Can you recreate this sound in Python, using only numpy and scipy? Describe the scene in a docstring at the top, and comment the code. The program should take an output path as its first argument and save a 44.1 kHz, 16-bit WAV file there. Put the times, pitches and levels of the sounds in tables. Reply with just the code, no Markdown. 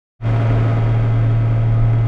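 """A deep, steady drone fades in quickly from silence: a six-cylinder diesel tractor on a gravel
lane, heard inside the cab. The engine's firing rate booms in the cab air. Behind it, combustion
clatter, engine overtones and gear whine come through the panels, and the cab rumbles as it
shakes on its tyres. The revs hold steady while the treble slowly eases off."""
import sys
import numpy as np
from scipy import signal
from scipy.fft import rfft, irfft
from scipy.io import wavfile
from scipy.ndimage import uniform_filter1d, map_coordinates

SR = 44100
rng = np.random.default_rng(int(sys.argv[2]) if len(sys.argv) > 2 else 0)


def transcribe(signal):
    """Save signal, clipped to [-1, 1], as a 16-bit WAV file at the path in sys.argv[1]."""
    frames = np.atleast_2d(signal).T
    limited = np.clip(frames, -1, 1)
    pcm = np.round(limited * 32767).astype(np.int16)
    wavfile.write(sys.argv[1], SR, pcm)


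N = 91463
CYLINDERS = 6


def undb(db):
    return 10 ** (np.asarray(db) / 20)


def unit(x):
    """Scale to an rms of 1."""
    return x / np.sqrt(np.mean(x ** 2))


def curve(rows):
    """Automation lanes: each column after the time, joined by straight lines."""
    rows = np.array(rows, float)
    return [np.interp(np.arange(N) / SR, rows[:, 0], col) for col in rows.T[1:]]


def waver(rate_hz):
    """Smooth random modulation, rms 1."""
    hold = int(SR / rate_hz)
    steps = np.repeat(rng.standard_normal(400), hold)[:N]
    return unit(uniform_filter1d(uniform_filter1d(steps, hold), hold))


def colour(x, points):
    """EQ through (Hz, dB) points, then scale to rms 1."""
    hz, db = np.array(points, float).T
    bin_hz = np.maximum(np.arange(N // 2 + 1) * SR / N, 1)
    gain = undb(np.interp(np.log(bin_hz), np.log(hz), db))
    return unit(irfft(rfft(x) * gain, N))


def lowpass(x, hz):
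    """A smooth low-pass, 24 dB an octave."""
    bin_hz = np.arange(N // 2 + 1) * SR / N
    return irfft(rfft(x) / (1 + (bin_hz / hz) ** 4), N)


def tone(turns):
    """A sine of rms 1 with a random starting phase."""
    return np.sqrt(2) * np.sin(2 * np.pi * (turns + rng.random()))


# EQ of the cab's rumble (frequency [Hz], relative gain [dB])
RUMBLE_EQ = [(8, -31.5), (16, -7.5), (24, 0), (35, 1.5), (45, -7), (60, -20.5), (85, -25.5), (150, -40.5)]
def cab_rumble(level_db=-25.5, swell_db=2):
    """The cab shakes in uneven swells as the tyres roll over gravel."""
    rumble = colour(lowpass(rng.standard_normal(N), hz=140), RUMBLE_EQ)
    return rumble * undb(level_db + swell_db * waver(7.9))


# Gear and pump whines (pitch at mean revs [Hz], base level [dB], waver depth [dB])
WHINE_PARTIALS = [(275.4, -37.5, 2), (404, -49.5, 0.5), (553.4, -46.5, 1), (814.6, -48.5, 1.5),
                  (828, -47.5, 4), (954, -48.5, 2.5), (1085, -55.5, -3), (1230, -53, 4.5),
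                  (1290.3, -44.5, 0.5), (1585, -53.5, 0.5), (2046, -50, 2), (3290, -64.5, 2.5),
                  (3610, -65, 1.5)]
def gear_whine(firing_hz, drift=0.00061):
    """Gears and pumps sing at pitches that track the revs, each wavering on its own."""
    speed = firing_hz / firing_hz.mean()
    whine = np.zeros(N)
    for hz, db, waver_db in WHINE_PARTIALS:
        pitch_hz = hz * speed * (1 + drift * waver(12))
        whine += tone(np.cumsum(pitch_hz) / SR) * undb(db + waver_db * waver(16))
    return whine


# Quiet engine partials (multiple of the four-stroke cycle rate, base level [dB])
ENGINE_PARTIALS = {3: -45, 8: -40, 9: -40.5, 10: -44, 12: -36.5, 14: -40, 15: -42.5, 18: -45, 20: -48, 24:
                   -44, 32: -45.5, 36: -38}
def engine_tones(cycles, waver_db=-1):
    """Overtones of the firing, and partials between them from unequal cylinders."""
    return sum(tone(multiple * cycles) * undb(db + waver_db * waver(8.4))
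               for multiple, db in ENGINE_PARTIALS.items())


# Accent of each cylinder, in firing order (relative level [dB])
KNOCK_ACCENTS = [-0.35, -2.9, -1.5, 2, -1.6, 1.8]
def knock_envelope(cycles, firing_hz, decay_s=0.007, scatter_db=1.4):
    """Each firing knocks the block: a sharp attack and a fast decay."""
    firings = cycles * CYLINDERS
    count = firings.astype(int)
    accent_db = np.array(KNOCK_ACCENTS)[count % CYLINDERS]
    strength = undb(accent_db + scatter_db * rng.standard_normal(400)[count])
    age_s = (firings % 1) / firing_hz
    return unit(strength * np.exp(-age_s / decay_s))


# EQ of the clatter inside the cab (frequency [Hz], relative gain [dB])
CAB_EQ = [(70, -3.5), (130, 4.5), (185, -1), (215, -5), (260, -2), (340, 1), (470, -2.5), (600, -1),
          (635, -6.5), (690, -3), (810, -6.5), (880, -13.5), (1000, -9), (1350, -10), (1800, -14.5),
          (2300, -15.5), (2600, -19.5), (3050, -23), (3280, -19), (3420, -29), (3650, -26), (4000, -33),
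          (4550, -31), (4800, -35.5), (6800, -38.5), (7600, -41.5), (9500, -44.5)]
def clatter(cycles, firing_hz, base_db=-29.5, repeat_share=0.33, knock_depth=0.3, panel_hz=11500):
    """Combustion rattle, part repeating every engine cycle and part new, dulled by the panels."""
    knocks = knock_envelope(cycles, firing_hz)
    cycle_samples = CYLINDERS * SR / firing_hz.mean()
    loop_position = (cycles % 1) * cycle_samples
    looped = map_coordinates(rng.standard_normal(N), [loop_position], order=3, mode="mirror")
    noise = np.sqrt(repeat_share) * looped + np.sqrt(1 - repeat_share) * rng.standard_normal(N)
    rattle = noise * (1 - knock_depth + knock_depth * knocks)
    muffled = lowpass(lowpass(rattle, panel_hz), panel_hz)
    return undb(base_db) * colour(muffled, CAB_EQ)


# Fader ride on the clatter (time [s], low band gain [dB], high band gain [dB])
CLATTER_RIDE = [(.28, 1, 3), (.5, 3, 4), (.65, 3, 3), (.94, 1.6, 0.5), (1.2, -1, -1), (1.7, -2, -3),
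                (1.86, -2.3, -3), (2.05, -4, -2.5)]
def ease_off(rattle, tones, crossover_hz=660, tone_follow=0.83):
    """The clatter slowly recedes in two bands; the tones follow the low band's fader."""
    low_db, high_db = curve(CLATTER_RIDE)
    low = lowpass(rattle, crossover_hz)
    high = rattle - low
    return low * undb(low_db) + high * undb(high_db) + tones * undb(tone_follow * low_db)


# Fader ride on the boom (time [s], gain [dB])
BOOM_RIDE = [(.28, 0), (.5, -0.4), (.9, -.2), (1.2, 1.2), (1.65, -0.3), (1.85, 1.5), (2.05, 0.5)]
def cab_boom(cycles, base_db=-15, waver_db=0.43):
    """The firing rate, swollen by the air in the cab to an almost pure drone."""
    return tone(CYLINDERS * cycles) * undb(base_db + curve(BOOM_RIDE)[0] + waver_db * waver(14))


# Near-steady engine revs (time [s], firing rate [Hz])
REVS = [(0.28, 113.42), (0.55, 112.98), (0.74, 113.57), (0.89, 113.02), (1.03, 113.45), (1.26, 113.06),
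        (1.57, 113.68), (1.73, 112.85), (1.87, 113.55), (2.02, 113.44)]
def scene():
    """The mix at the driver's seat: the revs drive every layer but the rumble."""
    firing_hz = curve(REVS)[0]
    cycles = np.cumsum(firing_hz) / SR / CYLINDERS  # every cylinder fires once a cycle
    rattle = clatter(cycles, firing_hz)
    tones = engine_tones(cycles) + gear_whine(firing_hz)
    return (ease_off(rattle, tones) + cab_boom(cycles) + cab_rumble())[None]


def record(dry, silence_s=0.19, fade_s=0.079, fade_power=1.85, top_hz=15500):
    """A moment of silence, a quick fade-in, and a steep high cut."""
    fade = np.clip((np.arange(N) / SR - silence_s) / fade_s, 0, 1) ** fade_power
    high_cut = signal.ellip(8, .2, 70, top_hz, fs=SR, output="sos")
    return signal.sosfilt(high_cut, dry * fade)


dry = scene()
out = record(dry)
transcribe(out)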